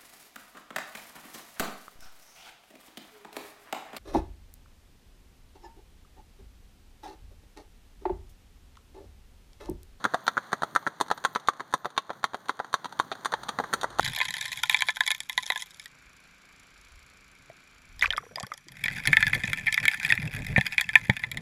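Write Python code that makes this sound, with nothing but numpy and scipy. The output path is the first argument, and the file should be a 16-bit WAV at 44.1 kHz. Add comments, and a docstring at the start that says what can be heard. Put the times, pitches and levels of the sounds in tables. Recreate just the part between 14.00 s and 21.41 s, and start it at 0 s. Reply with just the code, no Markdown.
"""A camera in a waterproof case sits by the nozzle of a suction dredge on a stream bed: stones clack up the
hose, ringing nozzle and case, sand crackles and the intake rumbles. By 1.8 s the camera is up in the air,
where rapids rush and the pump's single-cylinder engine ticks. At 4 s it plunges back through a burst of
ringing bubbles, trailed by a faint whistle. From about 4.8 s gravel rattles in, and cobbles thud against
the hose, hardest near the end."""
import sys
import numpy as np
from scipy import signal
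from scipy.fft import rfft, irfft, next_fast_len
from scipy.io import wavfile
from scipy.ndimage import uniform_filter1d

SR = 44100
rng = np.random.default_rng(int(sys.argv[2]) if len(sys.argv) > 2 else 0)


def dump_mix(stems):
    """Bounce the given channels to the path in sys.argv[1] as a 16-bit WAV at rate SR."""
    frames = np.atleast_2d(stems).T  # one column per channel
    limited = np.clip(frames, -1, 1)  # hard clip at full scale
    pcm = np.round(limited * 32767).astype(np.int16)
    wavfile.write(sys.argv[1], SR, pcm)


N = 326781
T = np.arange(N) / SR
RING_T = np.arange(4096) / SR
MIDDLE_STONE_HZ = 2000

# larger stones striking nozzle and hose: t/s, ring level/dB, ring f/Hz, crack against the ring/dB
STONE_HITS = [(0.044, -36.5, 1900, -9), (0.0615, -31, 1760, -11), (0.1762, -33.5, 1806, -45),
              (0.202, -26, 2110, -21), (0.2126, -21.5, 2000, -26), (0.2858, -36.5, 1830, -5),
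              (0.3397, -33, 1760, -7), (0.4109, -32.5, 1700, -1.5), (0.4542, -34.5, 1784, -7),
              (0.5726, -38.5, 2240, -3), (0.634, -24.5, 1435, -7), (0.6959, -20.5, 2310, -9.5),
              (0.744, -17, 2370, -20.5), (0.7703, -35.5, 2530, -7), (0.806, -29.5, 2290, -10),
              (0.8206, -22, 1660, -11.5), (0.885, -22, 1690, -16), (0.9677, -34, 1550, -13),
              (1.006, -18.5, 1745, -17), (1.0642, -34.5, 2050, -2), (1.076, -25, 2220, -6.5),
              (1.1046, -26.5, 2150, -5), (1.1146, -26.5, 2110, -5), (1.147, -37.5, 2200, -5),
              (1.2034, -38.5, 2190, 3), (1.2954, -32, 2120, -7.5), (1.3769, -22.5, 1965, -12),
              (1.431, -42.5, 2270, -1), (1.4637, -48.5, 2170, 10.5), (1.5011, -23, 2000, -15.5),
              (1.52, -31.5, 1875, -11), (1.558, -30.5, 1670, -15), (1.6213, -38.5, 2060, 0.5),
              (1.7962, -44.5, 2250, -0.5), (1.8571, -43.5, 1900, -3.5), (4.8384, -25, 2320, -11.5),
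              (4.8578, -26, 1920, -23), (4.8811, -24.5, 1950, -22), (5.0727, -19.5, 2140, -9),
              (5.1295, -13, 2160, -36), (5.1684, -12, 1760, -24.5), (5.226, -16, 2050, -22),
              (5.2667, -21.5, 1710, -16.5), (5.3319, -19.5, 2280, -35), (5.3485, -26, 2100, -13),
              (5.4353, -25, 2400, -18.5), (5.5313, -23, 2300, -13.5), (5.6684, -21, 2300, -29),
              (5.6801, -19.5, 2130, -43), (5.7247, -26.5, 2360, -7), (5.742, -24.5, 2210, -8),
              (5.7769, -19, 1960, -29), (5.8533, -21, 2280, -14.5), (5.8798, -14, 2230, -17.5),
              (6.0482, -22, 2410, -17), (6.1012, -18.5, 1895, -23.5), (6.1219, -15, 1772, -20.5),
              (6.176, -27, 2350, -40), (6.561, -16, 1820, -52), (6.5798, -20.5, 1770, -24.5),
              (6.61, -23.5, 1800, -19.5), (6.6653, -27.5, 2425, -6.5), (6.7801, -16.5, 2450, -23),
              (6.797, -26, 2380, -25), (6.81, -25, 1800, -5.5), (6.8899, -25.5, 2240, -20),
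              (6.954, -7.5, 1836, -31.5), (7.0972, -17.5, 1890, -24.5), (7.166, -31, 2450, -19),
              (7.2364, -24, 2106, -31), (7.3143, -33.5, 2340, -6.5), (7.3712, -31, 2000, -13)]
# turbulence in the intake: t/s, level/dB
TURBULENCE = [(0, -42), (0.25, -51), (0.5, -58), (1.1, -65.5), (3.8, -60.5), (4.66, -62), (4.88, -45),
              (5.1, -39), (5.45, -41.5), (5.7, -48), (5.95, -51), (6.1, -40.5), (6.55, -33), (6.7, -50),
              (7.41, -45)]
# a blow's four registers (knock, ring, clink, crack): low f/Hz, high f/Hz
REGISTER_BANDS = ((420, 1200), (1350, 2750), (2950, 4500), (4200, 18000))
REGISTER_FILTERS = [signal.butter(3, band, "bandpass", fs=SR, output="sos") for band in REGISTER_BANDS]


def stones(knock_db_per_octave=-9):
    """Stones hit the nozzle: heavy ones ring lower and knock more, hard contacts clink more."""
    # how close the case is to the nozzle: t/s, nearness (0 is far)
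    nearness = [(0, 0.56), (0.2, 1), (0.45, 0.26), (0.65, 0.86), (1.15, 0.73), (1.45, 1.2), (1.8, 0.32),
                (4.9, 0.22), (6.1, 0), (7.0, 0.39)]
    out = np.zeros(N)
    for s, db, hz, crack in STONE_HITS:
        near = curve(nearness, s)
        knock = -30 + 21 * near + knock_db_per_octave * np.log2(hz / MIDDLE_STONE_HZ)
        clink = -4 + 7 * near + 0.46 * crack
        blow = pebble(hz, near, own_db=1, own_t60=0.026, scatter_db=3, rebound=0.3, crunch=0.41)
        add(out, s, undb(db + np.array([knock, 0, clink, crack])) @ blow)
    return out


def pebble(ring_hz, near=0, own_db=0, own_t60=0.023, scatter_db=6, scrape=0.056, rebound=0.39,
           crunch=0.26):
    """One blow rings stone, nozzle and case: four registers, each at rms 1 over its first 10 ms."""
    # resonances of nozzle and case together: f/Hz, level/dB, t60/s, gain close to the nozzle/dB
    resonances = [(596, -24.5, 0.015, 13.5), (783, 1.5, 0.029, -4.5), (878, 1.5, 0.04, 0),
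                  (1024, -7, 0.07, 14), (1328, -32, 0.13, -6), (1760, -8, 0.057, -4),
                  (2050, -0.5, 0.013, -2), (2380, -1, 0.015, -3), (3376, 11.5, 0.0097, -1.5),
                  (3763, -1.5, 0.014, 8), (4360, -0.5, 0.0096, -7.5), (4846, 1, 0.014, -5.5),
                  (5440, -1, 0.0066, 4.5), (6890, 6.5, 0.0023, 9.5), (8000, 4.5, 0.0037, -0.5),
                  (9590, 2.5, 0.0029, 7), (11140, 7.5, 0.0019, 1.5), (14800, -8.5, 0.0063, -15)]
    hz, db, t60, near_db = np.transpose(resonances + [(ring_hz, own_db, own_t60, 0)])
    detune, scatter, polarity = rng.standard_normal((3, len(hz)))
    hz = hz * (1 + 0.025 * detune * np.minimum(1, 0.0117 / t60))  # long rings hold their pitch best
    # each spot drives the modes its own way
    gain = undb(db + near * near_db + scatter_db * scatter) * np.sign(polarity)
    modes = gain[:, None] * np.sin(2 * np.pi * hz[:, None] * RING_T) * fade(t60[:, None])
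    registers = (np.digitize(hz, (1250, 2850, 4600)) == np.arange(4)[:, None]) @ modes
    # a scrape builds to a sharp push, then a rebound and a faint rattle; crushed sand roughens the crack
    touch = SR // 1500
    friction = scrape * fade(0.018) + 0.017 * fade(0.064)
    roughness = np.array([friction, friction, friction, friction + crunch * fade(0.0071)])
    push = rng.standard_normal(len(RING_T)) * roughness
    push[:, :touch] *= np.linspace(0, 1, touch)
    push[:, touch] += 1
    push[:, touch + int(rng.random() * 0.007 * SR)] += rebound * rng.standard_normal()
    parts = signal.fftconvolve(registers, push, axes=1)[:, :len(RING_T)]
    parts = np.array([signal.sosfilt(sos, part) for sos, part in zip(REGISTER_FILTERS, parts)])
    return parts / np.sqrt(np.mean(parts[:, :SR // 100] ** 2, axis=1, keepdims=True))


def grit(flow, near, register_db, size_db, dragged_db, crack_slope, count=2100, clump_lag_s=0.016):
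    """Grains of very unequal size ring nozzle and case; every stone drags a clump just behind it."""
    blows = [pebble(hz, near) for hz in rng.uniform(1570, 2593, size=40)]
    when, size = rng.random((count, 2)).T
    times = flow[0][0] + when * (flow[-1][0] - flow[0][0])
    sizes = undb(size_db * np.minimum(-np.log(size), 4))
    clump_power = sum(undb(db + dragged_db + swell(times, s + clump_lag_s, 2993, 289)) ** 2
                      for s, db, _, _ in STONE_HITS)
    ring_db = 10 * np.log10(undb(curve(flow, times)) ** 2 + clump_power)
    # a slope under 1 keeps the finest grains crackling in a weak flow
    crack_db = ring_db.mean() + crack_slope * (ring_db - ring_db.mean())
    levels = np.stack([ring_db, ring_db, (ring_db + crack_db) / 2, crack_db], axis=1) + register_db
    hardness_db = rng.standard_normal((count, 1)) * np.array([0, 0, 2, 2.5])  # hard grains are brighter
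    gains = unit(sizes)[:, None] * undb(levels + hardness_db)
    out = np.zeros(N)
    for k, s in enumerate(times):
        add(out, s, gains[k] @ blows[k % len(blows)])
    return out


def sand():
    """Sand crackles brightly into the nozzle, fading as the case is lifted away."""
    # stream of sand: t/s, level/dB
    flow = [(0, -45), (0.45, -44), (1.1, -57.5), (1.24, -71), (1.55, -53), (1.85, -85)]
    return grit(flow, near=0.74, register_db=(-18.5, -7, -5, -7.5), size_db=8.5, dragged_db=-25.5,
                crack_slope=0.55)


def gravel():
    """Coarser gravel feeds in with a duller rattle once the case is back down."""
    # stream of gravel: t/s, level/dB
    flow = [(4.55, -78.5), (4.88, -43), (5.15, -36), (5.55, -42), (6.1, -40.5), (6.28, -46), (6.65, -41.5),
            (6.95, -46), (7.41, -53.5)]
    return grit(flow, near=0.13, register_db=(-25, -5, -18, -18), size_db=7, dragged_db=-33.5,
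                crack_slope=1)


def thuds(knock_db=-25):
    """Cobbles set the soft hose wall swinging and knock the nozzle."""
    # cobbles against the hose: t/s, level/dB
    cobbles = [(4.434, -22.5), (4.857, -24.5), (4.973, -45), (5.079, -21), (5.288, -42), (5.441, -24),
               (6.58, -3), (7.0959, -3.5)]
    # resonances of the hose wall: f/Hz, level/dB, t60/s
    hose_modes = [(129, -7, 0.058), (188, -13, 0.07), (380, -26.5, 0.03), (535, -17, 0.022)]
    swing = sum(undb(db) * np.sin(2 * np.pi * hz * RING_T) * fade(t60) for hz, db, t60 in hose_modes)
    out = np.zeros(N)
    for s, db in cobbles:
        knock = pebble(MIDDLE_STONE_HZ)[0]
        add(out, s, undb(db) * (swing + undb(knock_db) * knock))
    return signal.sosfilt(signal.butter(2, 85, "highpass", fs=SR, output="sos"), out)


def intake(surge_db=6.5, low_hz=85, high_hz=190, count=240):
    """Water tumbling into the hose rumbles in quick surges, and swallowed air pockets blub in it."""
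    # spectrum of the rumble: f/Hz, level/dB
    spectrum = [(40, -10), (75, -9.5), (112, 5.5), (150, 4), (200, -6.5), (260, -7), (340, -17.5),
                (600, -17.5), (1200, -30), (3000, -85)]
    rumble = undb(-1) * unit(colour(rng.standard_normal(N), spectrum) * undb(surge_db * walk(22)))
    gurgle = np.zeros(N)
    for when, pitch, size in rng.random((count, 3)):
        hz = low_hz * (high_hz / low_hz) ** pitch
        add(gurgle, when * N / SR, undb(5 + 10.5 * size) * bubble(hz, t60=0.049))
    return undb(curve(TURBULENCE, T)) * (rumble + gurgle)


def plunge(slap_db=(-42, -20, -35.5, -36), closing_s=0.00123):
    """Air pockets close with a small slap on the case and ring; big ones ring longer."""
    # larger bubbles and drops as the case goes under: t/s, level/dB, f/Hz
    pockets = [(3.498, -33, 623), (4.01, -18.5, 3630), (4.023, -4.5, 2010), (4.031, -9.5, 2340),
               (4.04, -11, 1594), (4.044, -15.5, 1176), (4.057, -9.5, 2510), (4.104, -9.5, 3200),
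               (4.125, -19, 3660), (4.133, -17.5, 1530), (4.164, -23, 3400), (4.178, -12, 1233),
               (4.204, -46, 420), (4.236, -40, 460), (4.264, -39, 433), (4.309, -40, 470),
               (4.372, -28, 630), (4.381, -23, 990), (4.404, -28, 684), (4.433, -25.5, 1140),
               (4.444, -31, 1540), (4.517, -19.5, 1260), (4.666, -43.5, 318)]
    out = np.zeros(N)
    for s, db, hz in pockets:
        slap = undb(slap_db) @ pebble(1963)
        ring = bubble(hz, t60=0.023 * (1500 / hz) ** 0.54)
        add(out, s + closing_s, undb(db - 2) * (ring + slap))
    return out


def bubble(hz, t60, rise=0.34, sink=0.11, onset_turns=0.67):
    """A big bubble rises in pitch as it floats up; a small one dragged under sinks in pitch."""
    glide = rise if hz < 1000 else -sink
    pitch = hz * (1 + glide * np.minimum(RING_T / t60, 2))
    turns = np.cumsum(pitch) / SR
    return np.sin(2 * np.pi * turns) * np.minimum(turns / onset_turns, 1) * fade(t60)


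def froth(start_s, end_s, low_hz, high_hz, db, fade_db, count=70):
    """A cloud of small ringing bubbles, the later ones quieter."""
    out = np.zeros(N)
    for when, pitch, softness in rng.random((count, 3)):
        hz = low_hz * (high_hz / low_hz) ** pitch
        gain = undb(db + fade_db * when - 4 * softness)
        add(out, start_s + when * (end_s - start_s), gain * bubble(hz, t60=24 / hz))
    return out


def snaps(register_db=(-30, -21, -21, -13)):
    """Tiny bubbles burst on the sinking case with a bright tick."""
    # bursts: t/s, level/dB
    bursts = [(3.9932, -28.5), (4.172, -25.5), (4.3571, -20), (4.3989, -24.5), (4.4285, -25),
              (4.4665, -30.5), (4.5371, -29.5), (4.576, -33), (4.6838, -33.5), (4.7192, -33.5)]
    out = np.zeros(N)
    for s, db in bursts:
        add(out, s, undb(db) * undb(register_db) @ pebble(1870, scrape=0.04, crunch=0.03))
    return signal.sosfilt(signal.butter(2, 8500, fs=SR, output="sos"), out)


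def rapids(facing_db, rush_db=-59, spray_db=-63.5, grain=0.21):
    """White water: countless tiny splashes merge into a steady rush and a brighter spray."""
    # spectrum of the rush: f/Hz, level/dB
    rush_spectrum = [(100, -6), (300, 3), (900, 2), (1150, 8), (1600, 11.5), (1900, 4.5), (2350, 15.5),
                     (2900, -2.5), (4700, -49), (7400, -34), (12500, -14), (16000, -39)]
    # spectrum of the spray: f/Hz, level/dB
    spray_spectrum = [(1500, -19.5), (3000, 4.5), (4700, 2), (5200, -4), (5700, 0.5), (6200, -7),
                      (7400, 0.5), (8400, -14), (9700, -8), (12000, -26), (16000, -23)]
    out = np.zeros(N)
    for spectrum, db in (rush_spectrum, rush_db), (spray_spectrum, spray_db + facing_db):
        splashes = rng.standard_normal(N) * np.exp(grain * walk(350))
        out += undb(db) * colour(splashes, spectrum)
    return out


def engine(facing_db, firing_hz=27.85, firing_s=1.9135, valve_lag_s=0.0017, rise_s=0.002, decay_s=0.0034):
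    """Each firing gives a sharp chuff and a weaker valve tick; the exhaust hums on their harmonics."""
    # spectrum of chuff and tick: f/Hz, level/dB
    spectrum = [(2500, -20), (4700, -1), (7300, 1), (8400, -7), (9600, -1.5), (12000, -9), (13500, -33),
                (15000, -16)]
    # exhaust hum: multiple of the firing rate, level/dB
    harmonics = [(4, -99), (5, -77.5), (6, -79), (7, -77.5), (9, -79), (10, -81), (13, -83), (15, -87.5)]
    turns = (T - firing_s) * firing_hz
    ages = np.array([turns, turns - valve_lag_s * firing_hz]) % 1 / firing_hz
    chuff, valve = np.minimum(ages / rise_s, 1) * np.exp(-np.maximum(ages - rise_s, 0) / decay_s)
    hiss = colour(rng.standard_normal(N), spectrum) * undb(2 * walk(25.8))
    ticks = unit((chuff + undb(-14) * valve) * hiss)
    hum = sum(undb(db + 3.5 * walk(3.07)) * np.sqrt(2) * np.sin(2 * np.pi * (k * turns + rng.random()))
              for k, db in harmonics)
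    return undb(-66 + facing_db) * ticks + hum


def buffet(current_db=-11, push_db=-42, push_s=4.083, still_db=-74):
    """Slow pressure swings on the case: the intake's current, gusts in air, the push of going under."""
    # breaths of wind: t/s, level/dB
    gusts = [(2.1, -65), (2.6, -71), (2.95, -56)]
    current = undb(curve(TURBULENCE, T) + current_db)
    wind = sum(undb(db + swell(T, s, 63, 52)) for s, db in gusts)
    push = undb(push_db + swell(T, push_s, 81, 150))
    level = np.sqrt(current ** 2 + wind ** 2 + push ** 2 + undb(still_db) ** 2)
    spectrum = [(10, -29), (25, -6), (55, -9), (90, -13.5), (200, -61), (600, -59)]  # f/Hz, level/dB
    swings = colour(rng.standard_normal(N), spectrum)
    return level * unit(swings * undb(2 * walk(12)))


def whistle(band_hz=(5690, 5910), peak_s=4.24):
    """A narrow, breathy whistle and a faint hiss come and go after the plunge."""
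    # spectrum of the hiss: f/Hz, level/dB
    spectrum = [(2000, -30), (3300, 1), (4200, -22), (5200, -11), (7500, -6), (12000, -7), (16000, -29)]
    hiss = colour(rng.standard_normal(N), spectrum)
    level_db = -66 + swell(T, peak_s, 66, 25) + 2 * walk(29)
    band = signal.butter(2, band_hz, "bandpass", fs=SR, output="sos")
    tone = unit(signal.sosfilt(band, rng.standard_normal(N)))
    return undb(level_db) * (tone + undb(-2) * hiss)


def undb(db):
    """Decibels to gain."""
    return 10 ** (np.asarray(db) / 20)


def unit(x):
    """Scale to rms 1."""
    return x / np.sqrt(np.mean(x ** 2))


def curve(table, at):
    """A (t/s, value) envelope at the given times."""
    return np.interp(at, *np.transpose(table))


def add(out, s, sound):
    """Mix a sound in at time s."""
    i = int(np.clip(s * SR, 0, N - 1))
    out[i:i + len(sound)] += sound[:N - i]


def walk(rate_hz):
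    """Smooth random wander with a spread near 1."""
    wander = np.interp(T * rate_hz, np.arange(4096), rng.standard_normal(4096))
    return 1.2 * uniform_filter1d(wander, int(SR / rate_hz) // 2)


def colour(x, points):
    """EQ a signal through (f/Hz, level/dB) points; rms 1."""
    hz, db = np.transpose(points)
    size = next_fast_len(N)
    f = np.maximum(np.arange(size // 2 + 1) * SR / size, 1)
    gain = undb(np.interp(np.log(f), np.log(hz), db))
    return unit(irfft(rfft(x, size) * gain, size)[:N])


def fade(t60):
    """Exponential decay over the length of one ring."""
    return np.exp(-np.log(1000) * RING_T / np.maximum(t60, 1e-3))


def swell(at, peak_s, rise_db_per_s, fall_db_per_s):
    """Level in dB that climbs to 0 at peak_s and falls away after it."""
    return -np.maximum((peak_s - at) * rise_db_per_s, (at - peak_s) * fall_db_per_s)


def scene(leak=0.59, upstream_s=2.86):
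    """The dredge leads under water; river and engine leak through, and come up in the air."""
    grains = sand() + gravel()
    in_air = np.interp(T, [0.9, 1.8, 3.98, 4.25], [0, 1, 1, 0])
    facing_db = np.maximum(swell(T, upstream_s, 6.5, 6.5), -2)  # spray and ticks peak facing upstream
    above = (leak + (1 - leak) * in_air) * (rapids(facing_db) + engine(facing_db))
    below = intake() * (1 - 0.7 * in_air) + thuds() + stones() + grains + whistle()
    fizz = froth(start_s=4.02, end_s=4.08, low_hz=970, high_hz=8800, db=-29, fade_db=-7.5)
    wake = froth(start_s=4.08, end_s=4.55, low_hz=426, high_hz=2680, db=-40, fade_db=-9.5)
    return (below + above + plunge() + fizz + wake + snaps() + buffet())[None]


def record(dry, notch_hz=8500, notch_mix=0.61, top_hz=15300):
    """The case dulls a narrow treble band; the loudest blows clip and the top is cut."""
    notched = signal.lfilter(*signal.iirnotch(notch_hz, 7, fs=SR), dry)
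    cased = dry + notch_mix * (notched - dry)
    return signal.sosfilt(signal.ellip(8, 0.2, 70, top_hz, fs=SR, output="sos"), np.clip(cased, -1, 1))


dry = scene()
out = record(dry)
dump_mix(out)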